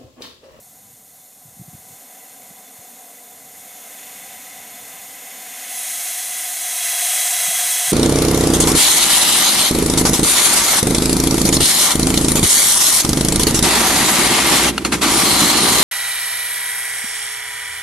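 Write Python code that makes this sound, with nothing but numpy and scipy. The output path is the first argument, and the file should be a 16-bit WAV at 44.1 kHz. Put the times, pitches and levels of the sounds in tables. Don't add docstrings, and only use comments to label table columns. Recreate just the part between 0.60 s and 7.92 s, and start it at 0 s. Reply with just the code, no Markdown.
import sys
import numpy as np
from scipy import signal
from scipy.fft import rfft, irfft
from scipy.io import wavfile

SR = 44100
rng = np.random.default_rng(int(sys.argv[2]) if len(sys.argv) > 2 else 0)


def wav_record(signal):
    frames = np.transpose(np.atleast_2d(signal))
    bounded = np.clip(frames, -1, 1)
    quanta = np.round(bounded * 32767).astype(np.int16)
    wavfile.write(sys.argv[1], SR, quanta)


N = 322812


def amp(db):
    return 10 ** (np.asarray(db) / 20)


def colour(points, hz):
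    f, db = np.transpose(points)
    octave, known = np.log2(np.maximum(hz, 1)), np.log2(f)
    beyond = np.abs(octave - np.clip(octave, known[0], known[-1]))
    return amp(np.interp(octave, known, db) - 20 * beyond)


def wander(t, rate):
    steps = rng.standard_normal(4096)
    return np.sqrt(3 / 2) * np.interp(t * rate, np.arange(len(steps)), steps)


def bell(hz, centre, width):
    return 1 / (1 + (2 * (hz - centre) / width) ** 2)


def wind(lull_db=-71.5, flutter_db=1.0, flutter_rate=18):
    # f/Hz, level/dB
    spectrum = [(25, -8), (50, 0), (85, -0.5), (140, 1.5), (200, 0.5), (300, -12), (500, -46)]
    # peak t/s, length/s, rise above the lull/dB
    gusts = [(.2, 1.3, 14), (1.098, .7, 18), (1.87, 0.4, 11), (2.923, 0.68, 10.5), (4.08, 1.9, 13),
             (6.94, 0.53, 12.5)]
    t = np.arange(N) / SR
    air = irfft(rfft(rng.standard_normal(N)) * colour(spectrum, np.fft.rfftfreq(N, 1 / SR)), N)
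    gust_db = sum(db * np.cos(np.pi * np.clip((t - peak) / length, -.5, .5))
                  for peak, length, db in gusts)
    return air / air.std() * amp(lull_db + gust_db + flutter_db * wander(t, flutter_rate))


def thumps(wobble=0.18, overtone_db=-17):
    # start t/s, level/dB, f/Hz, length/s
    pushes = [(0.848, -41, 150, .022), (0.874, -45, 119, .022), (.962, -46, 173, .018),
              (.993, -30.5, 165, .013), (1.007, -30, 179, 0.0174), (1.075, -34, 163, 0.021),
              (1.129, -38, 209, .013), (1.139, -32.5, 139, .018), (1.3, -44, 170, 0.017),
              (1.321, -43.5, 120, 0.019), (1.901, -41.5, 178, .019), (2.183, -44, 143, .017),
              (6.877, -37, 135, .02), (7.274, -40, 137, 0.024)]
    out = np.zeros(N + SR)
    for start, db, hz, length in pushes:
        t = np.arange(int(length * SR)) / SR
        phase = 2 * np.pi * (rng.random() + np.cumsum(hz * (1 + wobble * wander(t, hz))) / SR)
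        wave = np.sin(phase) + amp(overtone_db) * np.sin(2 * phase)
        swell = np.sin(np.pi * t / length)
        first = int(start * SR)
        out[first:first + len(t)] += amp(db) * swell * wave
    return out[:N]


def handwheel(t, clears_at_db=9, clears_over_db=16):
    # start t/s, length/s, then changes in hiss/dB, roar/dB, rush/dB, rumble/dB
    pulls = [(.66, 0.95, 4, 9, 6.3, 7.0), (2.65, 0.95, 4, 9.5, 3.5, 1.5), (4.55, 0.33, 1.86, 3.5, 1.4, 1.5),
             (4.764, 0.59, 11, 6, 0.5, -5), (5.824, 0.76, 6, 7.2, 6.5, -0.9)]
    nearly_shut_db = np.array([-46, -60.5, -57.5, -60])
    rise_db = 0
    for start, length, *changes in pulls:
        turned = (1 - np.cos(np.pi * np.clip((t - start) / length, 0, 1))) / 2
        rise_db = rise_db + np.outer(changes, turned)
    opening = np.clip((rise_db[0] - clears_at_db) / clears_over_db, 0, 1)
    return opening, nearly_shut_db[:, None] + rise_db


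def resonance(hz, opening, sink=0.053, ripple_db=1.98, ripple_hz=32):
    # f/Hz nearly shut, width/Hz, level/dB nearly shut, level/dB open
    outlet = [(604, 170, 3, 0), (746, 150, 7.5, 16.5), (778, 140, 4, -0.5), (2133, 200, 3.5, 0.5),
              (3524, 117, 11, 12.5), (4210, 260, 5, 8.5), (5680, 105, 5, 2), (6280, 290, 6, 5.5),
              (6835, 710, 7.5, 7), (8100, 170, 2.6, 0.5), (9000, 460, 8.5, 8.5), (10340, 510, -6.5, -4),
              (11310, 450, 9, 6.5), (12670, 880, -4.5, -8.5), (14440, 1900, 5.5, -2)]
    # f/Hz, width/Hz, level/dB
    body = [(354, 70, -13), (860, 45, -5.5), (1020, 140, 3), (1107, 85, -4.5), (1340, 50, -3.5),
            (1796, 185, 4.5), (1860, 53, -9), (2014, 154, 8.5), (2248, 62, 8.5), (2324, 97, -9.5),
            (2507, 33, 3.5), (2716, 61, 6.5), (2777, 77, -6), (3050, 85, 4.5), (4975, 61, 3.5),
            (7360, 281, 1.5)]
    tuning = 1 - sink * opening
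    outlet_db = sum((shut + (wide - shut) * opening) * bell(hz / tuning, f, width)
                    for f, width, shut, wide in outlet)
    body_db = sum(db * bell(hz, f, width) for f, width, db in body)
    echoes_db = ripple_db * wander(hz, 1 / ripple_hz)
    return amp(outlet_db + body_db + echoes_db)


def sputter(depth_db=0.23, rate=130):
    return amp(depth_db * wander(np.arange(N) / SR, rate))


def gas_jet(flicker_db=0.46, flicker_rate=14, frame=2048):
    # f/Hz, level/dB
    hiss = [(2000, -27.5), (4000, -9.5), (5500, -8.5), (9000, -1.5), (12500, 0.5), (14200, -4),
            (15100, -9.5)]
    # f/Hz, level/dB
    roar = [(500, -13), (900, -7.5), (1300, -4), (2500, 2.5), (4200, -6.5), (5500, -5), (9000, -7.5)]
    # f/Hz, level/dB
    rush = [(400, -9), (550, -6), (720, -1), (1000, -0.5), (1500, -4)]
    # f/Hz, level/dB
    rumble = [(40, -35), (120, -33), (175, -5), (270, 1), (450, -3.5), (600, -9.5), (900, -22.5)]
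    slices = dict(nperseg=frame, noverlap=frame * 3 // 4)
    hz, t, swirls = signal.stft(rng.standard_normal(N), SR, **slices)
    hz = hz[:, None]
    opening, levels_db = handwheel(t)
    ringing = resonance(hz, opening)
    power = 0
    for spectrum, flow_db in zip((hiss, roar, rush, rumble), levels_db):
        shape = (colour(spectrum, hz) * ringing) ** 2
        loudness = amp(flow_db + flicker_db * wander(t, flicker_rate))
        power = power + shape / shape.mean(axis=0) * loudness ** 2
    return signal.istft(swirls * np.sqrt(power), SR, **slices)[1][:N]


def scene():
    mono = gas_jet() * sputter() + wind() + thumps()
    return np.array([mono, mono])


def record(dry, low_cut_hz=81, top_hz=15250):
    thin = signal.sosfilt(signal.butter(2, low_cut_hz, "highpass", fs=SR, output="sos"), dry)
    return signal.sosfilt(signal.ellip(12, .2, 80, top_hz, fs=SR, output="sos"), thin)


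dry = scene()
out = record(dry)
wav_record(out)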